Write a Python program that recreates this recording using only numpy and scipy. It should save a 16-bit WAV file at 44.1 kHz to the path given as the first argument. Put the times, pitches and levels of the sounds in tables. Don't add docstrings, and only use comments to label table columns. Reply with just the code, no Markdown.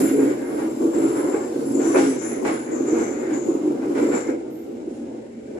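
import sys
import numpy as np
from scipy import signal
from scipy.fft import rfft, irfft
from scipy.io import wavfile

SR = 44100
rng = np.random.default_rng(int(sys.argv[2]) if len(sys.argv) > 2 else 0)


def unload_wav(signal):
    wavfile.write(
        sys.argv[1],
        SR,
        np.round(np.clip(np.atleast_2d(signal).T, -1, 1) * 32767).astype(np.int16),
    )


N = 246519
TIME = np.arange(N) / SR
BINS_HZ = np.fft.rfftfreq(N, 1 / SR)

# (time [s], level [dB])
ROLLING_FORCE = [(0.0, -18), (0.15, -23.5), (0.31, -22), (0.36, -27.5), (0.67, -24.5), (0.75, -29),
                 (0.86, -20), (0.9, -23), (1.06, -22.5), (1.1, -23.5), (1.35, -24.5), (1.51, -28),
                 (1.58, -23), (1.68, -26), (1.78, -22.5), (2.02, -19.5), (2.15, -26.5), (2.41, -26),
                 (2.46, -20), (2.66, -30.5), (2.74, -23), (2.9, -25.5), (2.97, -19.5), (3.13, -27.5),
                 (3.35, -24.5), (3.44, -25.5), (3.49, -19), (3.61, -27), (3.67, -21), (3.74, -25.5),
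                 (4.0, -20), (4.16, -20.5), (4.25, -31.5), (4.3, -22), (4.45, -32.5), (5.03, -32.5),
                 (5.2, -33.5), (5.28, -40.5), (5.43, -38.5), (5.57, -31)]
# (frequency [Hz], density [dB per Hz])
RUMBLE_SPECTRUM = [(25, -60), (60, -54), (105, -35), (138, -27), (162, -30.5), (200, -29), (225, -12),
                   (275, -3.5), (335, -1), (400, -9), (480, -12), (580, -15), (700, -30), (1000, -30.5),
                   (2000, -55)]
# (frequency [Hz], width [Hz], level [dB])
FLOOR_MODES = [(137.5, 18, -18), (279.6, 26, 2.5)]
# (frequency [Hz], width [Hz], lift [dB])
PANEL_MODES = [(190.7, 18, 11.5), (430, 8.7, 3.5), (472, 9.4, 4.5), (640, 9.4, 3), (740, 10, 7),
               (825, 18, 0), (1448, 66, 2), (1537, 38, 2.5), (2123, 28, 5.5), (2310, 23, 6),
               (2505, 51, 3.5)]
# (time [s], level [dB], hardness [dB per octave])
THUMPS = [(0.039, -0.5, -7), (0.109, -3.5, -4), (0.183, 2.5, 25), (0.203, -2, -7), (0.245, -3, -5),
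          (0.308, 0, -1), (0.539, -4, -5), (0.639, -5, -4), (0.662, -6, -2), (0.802, -3, -3), (0.85, 2, 13),
          (0.977, 2, -5), (1.022, -1, -7), (1.048, 3, -5), (1.257, 1.5, -10), (1.338, -0.5, 33),
          (1.556, -4.5, -18), (1.75, 2, -6), (1.79, 0.5, -4), (1.851, -3.5, 0), (1.872, -3, 7),
          (1.902, 1, -3), (2.021, -4, -10), (2.071, -5, -9), (2.179, -6, -7), (2.803, -7, -10),
          (2.877, -2, 20), (2.926, 2, 12), (3.005, -1, 5), (3.075, -3.5, 2), (3.168, -5, 2), (3.486, 4, 0),
          (3.545, -2, 0), (3.703, -2.5, 2), (3.862, 0.5, -6), (4.024, 3.5, -8), (4.1, 0, -5),
          (4.287, 1.5, -31), (4.458, -16, 5), (4.875, -7, -1), (5.039, -9.5, -23)]
# (frequency [Hz], level [dB], decay by 60 dB [s])
BODY_MODES = [(307, -5, 0.037), (327, 11.5, 0.053), (347, 19, 0.039), (448, 1, 0.074)]
# (frequency [Hz], density [dB per Hz])
GROWL_SPECTRUM = [(200, -14), (420, 13), (620, 5.5), (830, 4), (1150, 0.5), (1500, 0.5), (1850, -3),
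                  (2250, -1.5), (2700, -20), (3300, -68), (6000, -35)]
GRIT_SPECTRUM = [(1500, -13.5), (2800, 4), (3350, -1), (3800, -1), (4400, -4), (5300, -3.5), (6500, -9.5),
                 (9000, -5), (14000, -29)]
# (time [s], tilt [dB])
GROWL_TILT = [(0, 5), (0.6, -0.5), (1.4, -2), (1.75, -0.5), (2.3, 3.5), (2.8, 0), (3.25, 2.5), (3.7, -1.5),
              (4.2, 3), (4.6, 0.5), (5.42, 3.5)]
# (start [s], hold [s], growl level [dB], grit level [dB])
SCRAPES = [(0.0, 0.11, -37, -50.5), (0.197, 0.13, -38, -56), (0.4, 0.13, -41, -71),
           (0.566, 0.055, -37, -56), (0.93, 0.2, -38.5, -55.5), (1.146, 0.058, -35.5, -57),
           (1.237, 0.19, -38, -61.5), (1.79, 0.17, -34.5, -53), (1.957, 0.042, -29.5, -40.5),
           (2.037, 0.11, -40, -58), (2.204, 0.14, -39, -59), (2.442, 0.058, -29.5, -46),
           (2.655, 0.13, -40.5, -88), (2.85, 0.096, -38.5, -59), (2.966, 0.072, -33.5, -55),
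           (3.13, 0.15, -39.5, -62), (3.297, 0.037, -38.5, -55), (3.944, 0.086, -34, -51.5),
           (4.107, 0.074, -32, -52.5), (4.274, 0.035, -35.5, -70), (5.555, .04, -43, -74)]
# (start [s], hold [s], level [dB], pitch before bend and drift [Hz], mode name)
SQUEALS = [(0.0, 0.078, -39, 10200, "high"), (0.002, 0.057, -58, 12100, "top"),
           (0.025, 0.061, -38, 7110, "main"), (0.15, 0.076, -50, 10700, "high"),
           (0.154, 0.15, -46, 7380, "main"), (0.372, 0.28, -59, 7460, "thin"),
           (0.44, 0.2, -54.5, 10660, "high"), (0.669, 0.28, -52.5, 7370, "thin"),
           (0.931, 0.5, -43, 7450, "main"), (0.978, 0.22, -50, 10600, "high"),
           (1.168, 0.065, -47, 10560, "keen"), (1.643, 0.08, -49.5, 10500, "high"),
           (1.651, 0.24, -44.5, 7430, "main"), (1.74, 0.26, -39, 7180, "main"),
           (1.815, 0.07, -45, 6000, "low"), (1.85, 0.12, -46, 10300, "high"), (2, 0.05, -51, 5300, "rasp"),
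           (1.94, 0.16, -43.5, 10280, "high"), (1.96, 0.054, -44, 5900, "rasp"),
           (1.962, 0.14, -37, 8010, "main"), (1.97, 0.07, -47, 5200, "rasp"),
           (2.064, 0.06, -47, 6140, "rasp"), (2.177, 0.15, -39.5, 7040, "main"),
           (2.193, 0.05, -44, 6160, "rasp"), (2.214, 0.093, -43, 10330, "keen"),
           (2.26, 0.048, -49.5, 6020, "low"), (2.451, 0.14, -49, 10470, "keen"),
           (2.454, 0.21, -45, 7000, "main"), (2.711, 0.045, -38.5, 6870, "main"),
           (2.713, 0.037, -42, 7100, "thin"), (2.749, 0.13, -54, 6130, "low"),
           (2.864, 0.044, -40.5, 6950, "main"), (2.866, 0.055, -43, 7140, "thin"),
           (2.886, 0.04, -48, 6200, "low"), (2.949, 0.11, -49, 6250, "rasp"),
           (2.979, 0.076, -41, 7270, "main"), (3.099, 0.13, -46, 7000, "main"),
           (3.329, 0.087, -37, 6880, "main"), (3.475, 0.037, -48, 7010, "thin"),
           (4.007, 0.086, -49, 7230, "thin"), (4.08, 0.11, -45, 7290, "thin"),
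           (4.5, 0.092, -60, 12900, "top"), (4.136, 0.088, -40, 7230, "main"),
           (4.141, 0.083, -51, 5860, "ring")]
WHEEL_MODES = {"rasp": (-1, -19, 800, 200, -14), "low": (0, -17, 420, 100, -4),
               "ring": (0, -19, 260, 55, 13), "main": (-8.5, -23, 816, 111, -26),
               "thin": (-6, -23, 305, 113, 1.5), "high": (-21, -2, 1200, 200, -23),
               "keen": (-13, -3, 550, 160, -22), "top": (-1, 19.5, 1300, 250, -14)}
# (time [s], hiss level [dB])
SLIDING = [(0.0, -38.5), (0.08, -64), (0.2, -60), (1.9, -52.5), (2.01, -52), (2.22, -60), (2.43, -63),
           (2.48, -65), (2.69, -64), (3.01, -56), (3.27, -71), (3.75, -88), (4.18, -50), (4.33, -70),
           (4.78, -79), (4.95, -60.5), (5.26, -82), (5.59, -67)]
# (frequency [Hz], density [dB per Hz])
HISS_SPECTRUM = [(3500, -1.5), (5500, 1), (6500, -3), (8000, 0), (9500, 4), (11000, -2), (12500, 1),
                 (14200, 5)]
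# (time [s], level [dB], decay by 60 dB [s])
JOINTS = [(0.181, -30, 0.15), (0.584, -46, 0.26), (1.324, -28, 0.19), (1.939, -17.5, 0.13),
          (2.445, -22, 0.14), (2.915, -33, 0.41), (3.815, -34, 0.26), (3.964, -35, 0.2), (4.119, -25, 0.21),
          (5.55, -43.5, 0.25)]
# (frequency [Hz], density [dB per Hz])
CLATTER_SPECTRUM = [(200, -23), (400, 15.5), (600, 7), (850, 1.5), (1300, -2), (2300, -4), (3200, -26),
                    (6000, -35)]
# (time [s], level [dB])
CLANKS = [(0.19, -28.5), (1.343, -26), (1.944, -19.5), (1.955, -15), (1.966, -16.5), (1.979, -19),
          (1.989, -22), (2.449, -23), (2.458, -32), (2.475, -29), (2.492, -28), (2.955, -27),
          (3.826, -33.5), (3.975, -29), (4.133, -24.5), (4.157, -26)]
# (frequency [Hz], level [dB], decay by 60 dB [s])
FRAME_MODES = [(382, -0.5, 0.1), (509, -5.5, 0.13), (566, -10.5, 0.13), (647, -8, 0.12), (829, -7, 0.22),
               (961, -11.5, 0.087), (1126, -14, 0.09), (1298, -16.5, 0.074), (1440, -14, 0.097),
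               (1630, -10.5, 0.089), (2324, -15, 0.089), (2560, -15, 0.096)]
# (start [s], hold [s], level [dB], mode name)
DRONES = [(0.0, 0.054, -20, "floor"), (0.11, 0.15, -19.5, "floor"), (0.115, 0.18, -30, "window"),
          (0.13, 0.083, -21.5, "wall"), (0.22, 0.11, -25.5, "roof"), (0.51, 0.081, -25.5, "roof"),
          (0.6, 0.074, -28, "door"), (0.81, 0.056, -22, "door"), (0.815, 0.051, -30, "window"),
          (0.95, 0.09, -21, "door"), (0.99, 0.078, -22.5, "floor"), (1.03, 0.099, -29.5, "wall"),
          (1.1, 0.053, -24.5, "door"), (1.17, 0.13, -28.5, "roof"), (1.66, 0.25, -27.5, "floor"),
          (1.72, 0.066, -28, "desk"), (1.92, 0.057, -21, "desk"), (1.93, 0.031, -22.5, "screen"),
          (1.96, 0.12, -20, "floor"), (2.03, 0.09, -29, "wall"), (2.82, 0.19, -28, "roof"),
          (2.91, 0.067, -30.5, "window"), (3.2, 0.083, -28, "desk"), (3.28, 0.083, -29, "roof"),
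          (3.63, 0.073, -25, "roof"), (3.95, 0.19, -30, "wall"), (3.97, 0.065, -26.5, "roof"),
          (4.1, 0.05, -28, "window")]
SHELL_MODES = {"floor": (275, 0.35), "roof": (299, 0.37), "door": (325, 0.33), "desk": (366, 0.46),
               "wall": (422, 0.9), "window": (474, 1.24), "screen": (513, 0.96)}
# (frequency [Hz], density [dB per Hz])
ROAR_SPECTRUM = [(400, -28), (600, 0.5), (900, -5.5), (1100, -26), (2000, -62)]
# (time [s], level [dB])
ROAR_LEVEL = [(0, -49), (4.38, -46), (4.6, -52), (4.8, -57), (5.05, -53), (5.11, -45.5), (5.22, -51),
              (5.3, -57), (5.44, -66), (5.59, -47)]
# (frequency before waver [Hz], level [dB])
WHINE_TONES = [(780.6, -62.5), (2121, -80)]
# (frequency [Hz], width [Hz], level [dB])
HUM_MODES = [(134.6, 23, -58), (235.7, 19, -44)]
# (frequency [Hz], density [dB per Hz])
CAB_SPECTRUM = [(25, -35), (60, -11), (110, -11), (165, -21), (220, 0), (300, -4), (380, 2.5), (550, -7),
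                (780, -29), (950, -44), (2000, -73)]
# (frequency [Hz], coherence)
PORT_LIKENESS = [(60, 0.92), (250, 0.91), (340, 0.9), (430, 0.39), (600, -0.085), (1100, -0.13),
                 (1700, -0.09), (2400, 0.014)]
# (frequency [Hz], share)
DIRECT_SHARE = [(380, 0.0082), (800, 0.08), (2800, 0.15), (6000, 0.14), (12000, 0.0022)]
# (frequency [Hz], gain [dB])
LEFT_PORT = [(300, 0.5), (1100, 2), (1500, 3.5), (2300, -2.5), (4500, -0.5), (5600, 3), (6700, 9.5),
             (7450, 13), (8300, 1), (9100, -6), (11000, -6), (14000, -11.5)]
RIGHT_PORT = [(300, 1), (1100, 2), (1500, -2), (2300, 0), (4500, -0.5), (6500, 2), (8000, -3.5), (9100, -3),
              (9650, 3), (10400, 8.5), (11400, 4.5), (12200, -3), (14000, -5)]

USUAL_ROLLING_DB = -23
EASE_AT_S, EASE_S = 4.33, 0.08
SQUEAL_RISE_S, SQUEAL_T60_S, SQUEAL_SAG_HZ_PER_S = 0.0049, 0.55, 180
BITE_SHARP, BITE_S = 0.012, 0.07
LEFT_LAG_S = 20.5 / SR
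EDGE_HZ = 14300


def rumble(level_db, sway_db, throb_db):
    roar = patchy(noise(panelled(RUMBLE_SPECTRUM)), depth_db=3, width_hz=14, span_s=0.07, size=4096)
    roar = steadied(roar, span_s=0.025)
    deep = low_part(roar, edge_hz=890)
    roar = deep + (roar - deep) * pressing(level_db=0.5, follow=0.055, eased_db=-16.0)
    roar = roar * amp(curve(ROLLING_FORCE) + level_db + throb_db * wander(42.0))

    low, upper = (amp(db) * steadied(noise(bell(hz, width)), span_s=0.039) for hz, width, db in FLOOR_MODES)
    shocks = [(start, hold, db) for start, hold, db, mode in DRONES if mode == "floor"]
    swaying = pressing(level_db=-34.0, follow=0.38, eased_db=-12.0)
    swaying = swaying + bursts(shocks, rise_s=0.018, t60_s=0.82) * amp(sway_db)
    booming = pressing(level_db=-43.5, follow=0.6, eased_db=-2.5)
    return roar + low * swaying + upper * booming


def thumps(level_db, rise_s):
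    t = np.arange(SR // 4) / SR
    rings = np.array([amp(db - 60 * t / t60) * np.sin(2 * np.pi * hz * t) for hz, db, t60 in BODY_MODES])
    rings = rings * (1 - np.exp(-(t / rise_s) ** 2))
    octaves = np.log2([hz / BODY_MODES[1][0] for hz, _, _ in BODY_MODES])
    out = np.zeros(N + len(t))
    for start, db, hardness in THUMPS:
        out[round(start * SR):][:len(t)] += amp(db + hardness * octaves) @ rings
    return out[:N] * amp(level_db) / abs(rings.sum(0)).max()


def grinding(growl_db, grit_db, chatter_db, pivot_hz, rise_s, t60_s):
    slips = amp(chatter_db * wander(54))
    growl = patchy(noise(panelled(GROWL_SPECTRUM)), depth_db=2.5, width_hz=45, span_s=0.05, size=2048)
    dark = low_part(growl, pivot_hz)
    tilt = amp(curve(GROWL_TILT))
    growl = dark / tilt + (growl - dark) * tilt

    growl_scrapes = bursts([(start, hold, db) for start, hold, db, _ in SCRAPES], rise_s, t60_s)
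    growl_scrapes = growl_scrapes * pressing(level_db=0, follow=0, eased_db=-7.0)
    grit_scrapes = bursts([(start, hold, db) for start, hold, _, db in SCRAPES], rise_s, t60_s)
    growl_level = np.hypot(pressing(level_db=-47.5, follow=0.19, eased_db=-6.0), growl_scrapes)
    grit_level = np.hypot(pressing(level_db=-60.0, follow=0.2, eased_db=-3.5), grit_scrapes)

    growl = growl * growl_level * amp(growl_db)
    grit = noise(panelled(GRIT_SPECTRUM)) * grit_level * amp(grit_db)
    return slips * (growl + grit)


def squeals(waver_hz, drift_hz, flutter_db, swell_db):
    waver = waver_hz * wander(27)
    drift = drift_hz * wander(19)
    swells = {mode: amp(swell_db * wander(27)) for mode in WHEEL_MODES}
    out = np.zeros((2, N))
    for start, hold, db, hz, mode in SQUEALS:
        span = slice(max(round(start * SR), 0), round((start + hold + SQUEAL_T60_S) * SR))
        age = TIME[span] - start
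        pitch = hz * (1 + BITE_SHARP * np.exp(-age / BITE_S)) - SQUEAL_SAG_HZ_PER_S * (age - hold / 2)
        ring = wheel_ring(mode, pitch, waver[span], drift[span])
        level = amp(db) * swells[mode][span] * envelope(age, hold, SQUEAL_RISE_S, SQUEAL_T60_S)
        out[:, span] += ring * level
    return out * amp(flutter_db * wander(58)) * pressing(level_db=0.5, follow=0.062, eased_db=-11)


def wheel_ring(mode, hz, waver_hz, drift_hz):
    left_db, right_db, fuzz_width, whistle_width, whistle_db = WHEEL_MODES[mode]
    fuzz, whistle = rng.standard_normal((2, 2, 2 * SR))[..., :len(hz)]
    fuzz = unit(resonate(fuzz, hz + drift_hz, fuzz_width))
    whistle = unit(resonate(whistle, hz + waver_hz, whistle_width))
    return unit(fuzz + amp(whistle_db) * whistle) * amp([[left_db], [right_db]])


def flange_hiss(flutter_db, pivot_hz, top_db, dulling_db_per_s):
    hiss = noise(amp(read(HISS_SPECTRUM)))
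    dark = low_part(hiss, pivot_hz)
    hiss = dark + (hiss - dark) * amp(top_db - dulling_db_per_s * TIME)
    level = amp(curve(SLIDING) + flutter_db * wander(36))
    return hiss * level * pressing(level_db=9.5, follow=0.14, eased_db=-1.0)


def joints(level_db, rise_s, hold_s, rattle_db):
    force = sum(amp(db) * envelope(TIME - start, hold_s, rise_s, t60) for start, db, t60 in JOINTS)
    clatter = steadied(noise(panelled(CLATTER_SPECTRUM)), span_s=0.0067)
    return clatter * force * amp(level_db + rattle_db * wander(180))


def clanks(level_db, rise_s, detune):
    t = np.arange(SR // 4) / SR
    hz, db, t60 = np.transpose(FRAME_MODES)[:, :, None]
    out = np.zeros((2, N))
    for start, blow_db in CLANKS:
        pitch, left, right = rng.uniform(-0.92, 1, (3, len(hz), 1))
        turns = hz * (1 + detune * pitch) * t + np.array([left, right]) / 2
        rings = amp(blow_db + db - 60 * t / t60) * np.sin(2 * np.pi * turns)
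        out[:, round(start * SR):][:, :len(t)] += rings.sum(1) * (1 - np.exp(-(t / rise_s) ** 2))
    return out * amp(level_db)


def drones(level_db, rise_s, t60_s, waver_hz, throb_db):
    waver = waver_hz * wander(15)
    throb = amp(throb_db * wander(22))
    out = np.zeros((2, N))
    for start, hold, db, mode in DRONES:
        hz, port_phase = SHELL_MODES[mode]
        span = slice(max(round(start * SR), 0), round((start + hold + t60_s) * SR))
        phase = 2 * np.pi * (np.cumsum(hz + waver[span]) / SR + rng.random())
        ring = np.sqrt(2) * np.sin([phase, phase + port_phase])
        out[:, span] += ring * amp(db) * envelope(TIME[span] - start, hold, rise_s, t60_s)
    return out * throb * amp(level_db)


def track_roar(level_db):
    return noise(amp(read(ROAR_SPECTRUM))) * amp(curve(ROAR_LEVEL) + level_db)


def whine(waver, flutter_db, port_phase):
    running_s = np.cumsum(1 + waver * wander(11.5)) / SR
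    phases = np.array([[0], [port_phase]])
    tones = sum(amp(db) * np.sin(2 * np.pi * hz * running_s + phases) for hz, db in WHINE_TONES)
    return np.sqrt(2) * tones * amp(flutter_db * wander(12)) * pressing(level_db=4.5, follow=0.57, eased_db=0)


def cab(air_db):
    hum = sum(amp(db) * noise(bell(hz, width)) for hz, width, db in HUM_MODES)
    return hum + amp(air_db) * noise(amp(read(CAB_SPECTRUM)))


def reflected(x, share, count=14):
    taps = np.zeros((2, SR // 50))
    taps[:, 0] = 1
    for port in taps:
        port[rng.integers(30, len(port), count)] = share * rng.choice([-1, 1], count) / np.sqrt(count)
    return signal.oaconvolve(x, taps, axes=1)[:, :N] / np.sqrt(1 + share ** 2)


def noise(gain):
    a, b = rfft(rng.standard_normal((2, N)))
    same = read(PORT_LIKENESS) + read(DIRECT_SHARE) * np.exp(2j * np.pi * BINS_HZ * LEFT_LAG_S)
    apart = np.sqrt(np.maximum(1 - abs(same) ** 2, 0))
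    return unit(irfft(np.array([a, same * a + apart * b]) * gain, N))


def panelled(spectrum):
    return amp(read(spectrum) + sum(db * bell(hz, width) for hz, width, db in PANEL_MODES))


def bell(hz, width):
    return 1 / (1 + (2 * (BINS_HZ - hz) / width) ** 2)


def patchy(x, depth_db, width_hz, span_s, size):
    z = signal.stft(x, nperseg=size, noverlap=size * 3 // 4)[2]
    field = rng.standard_normal(z.shape[1:])
    for axis, cells in enumerate([width_hz * size / SR, span_s * SR / (size // 4)]):
        window = np.exp(-(np.arange(-40, 41) / cells) ** 2)
        field = signal.fftconvolve(field, np.expand_dims(window, 1 - axis), "same")
    gain = unit(amp(depth_db * np.clip(unit(field), -2, 2)))
    return signal.istft(z * gain, nperseg=size, noverlap=size * 3 // 4)[1][:, :N]


def steadied(x, span_s):
    window = np.exp(-(np.arange(-SR // 4, SR // 4) / SR / span_s) ** 2)
    power = signal.fftconvolve((x ** 2).mean(0), window / window.sum(), "same")
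    return unit(x / np.sqrt(abs(power) + 1e-6))


def resonate(x, hz, width):
    turn = np.exp(2j * np.pi * np.cumsum(hz) / SR)
    r = np.exp(-np.pi * abs(width) / SR)
    return (turn * signal.lfilter([(1 - r) ** 2], [1, -2 * r, r * r], x / turn)).real


def low_part(x, edge_hz):
    return irfft(rfft(x) / (1 + (BINS_HZ / edge_hz) ** 10), N)


def pressing(level_db, follow, eased_db):
    eased = np.clip((TIME - EASE_AT_S) / EASE_S + .5, 0, 1)
    return amp(level_db + follow * (curve(ROLLING_FORCE) - USUAL_ROLLING_DB) + eased_db * eased)


def envelope(age, hold_s, rise_s, t60_s):
    age = np.maximum(age, 0)
    return (1 - np.exp(-age / rise_s)) * amp(-60 * np.maximum(age - hold_s, 0) / t60_s)


def bursts(rows, rise_s, t60_s):
    t = TIME[::32]
    power = sum((amp(db) * envelope(t - start, hold, rise_s, t60_s)) ** 2 for start, hold, db in rows)
    return np.interp(TIME, t, np.sqrt(power))


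def wander(rate_hz):
    return unit(irfft(rfft(rng.standard_normal(N)) * np.exp(-(BINS_HZ / rate_hz) ** 2), N))


def curve(rows):
    return np.interp(TIME, *np.transpose(rows))


def read(points):
    hz, value = np.transpose(points)
    return np.interp(np.log(BINS_HZ + 1), np.log(hz + 1), value)


def unit(x):
    return x / np.sqrt(np.mean(x ** 2) + 1e-20)


def amp(db):
    return 10 ** (np.asarray(db) / 20)


def scene():
    body = rumble(level_db=-1.48, sway_db=-11, throb_db=1.39)
    body += thumps(level_db=-14.5, rise_s=0.0058)
    body += drones(level_db=-0.5, rise_s=0.0098, t60_s=0.26, waver_hz=3.6, throb_db=1.1)
    body += track_roar(level_db=-1.5)
    body += whine(waver=0.00304, flutter_db=2.5, port_phase=1.1)
    body += cab(air_db=-44.0)

    gear = grinding(growl_db=2.5, grit_db=5.5, chatter_db=0.66, pivot_hz=1500, rise_s=0.0087, t60_s=0.58)
    gear += joints(level_db=-5.0, rise_s=0.0038, hold_s=0.035, rattle_db=1.0)
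    gear += clanks(level_db=-0.5, rise_s=0.0023, detune=0.031)

    wheels = squeals(waver_hz=25.2, drift_hz=60, flutter_db=0.5, swell_db=0.56)
    wheels += flange_hiss(flutter_db=0.5, pivot_hz=10700, top_db=5.5, dulling_db_per_s=7.0)
    wheels = reflected(wheels, share=.35)
    wheels = patchy(wheels, depth_db=2.5, width_hz=85, span_s=0.04, size=1024)
    return body + gear + wheels


def record(dry):
    ports = irfft(amp([read(LEFT_PORT), read(RIGHT_PORT)]), N)
    ports = np.roll(ports, 200, axis=1)[:, :401] * np.hanning(401)
    fade = np.minimum(np.minimum(TIME, TIME[::-1]) / .003, 1)
    heard = signal.oaconvolve(dry, ports, "same", axes=1) * fade
    band_limit = signal.firwin(801, EDGE_HZ, window=("kaiser", 9), fs=SR)
    return signal.oaconvolve(heard, band_limit[None], "same")


dry = scene()
out = record(dry)
unload_wav(out)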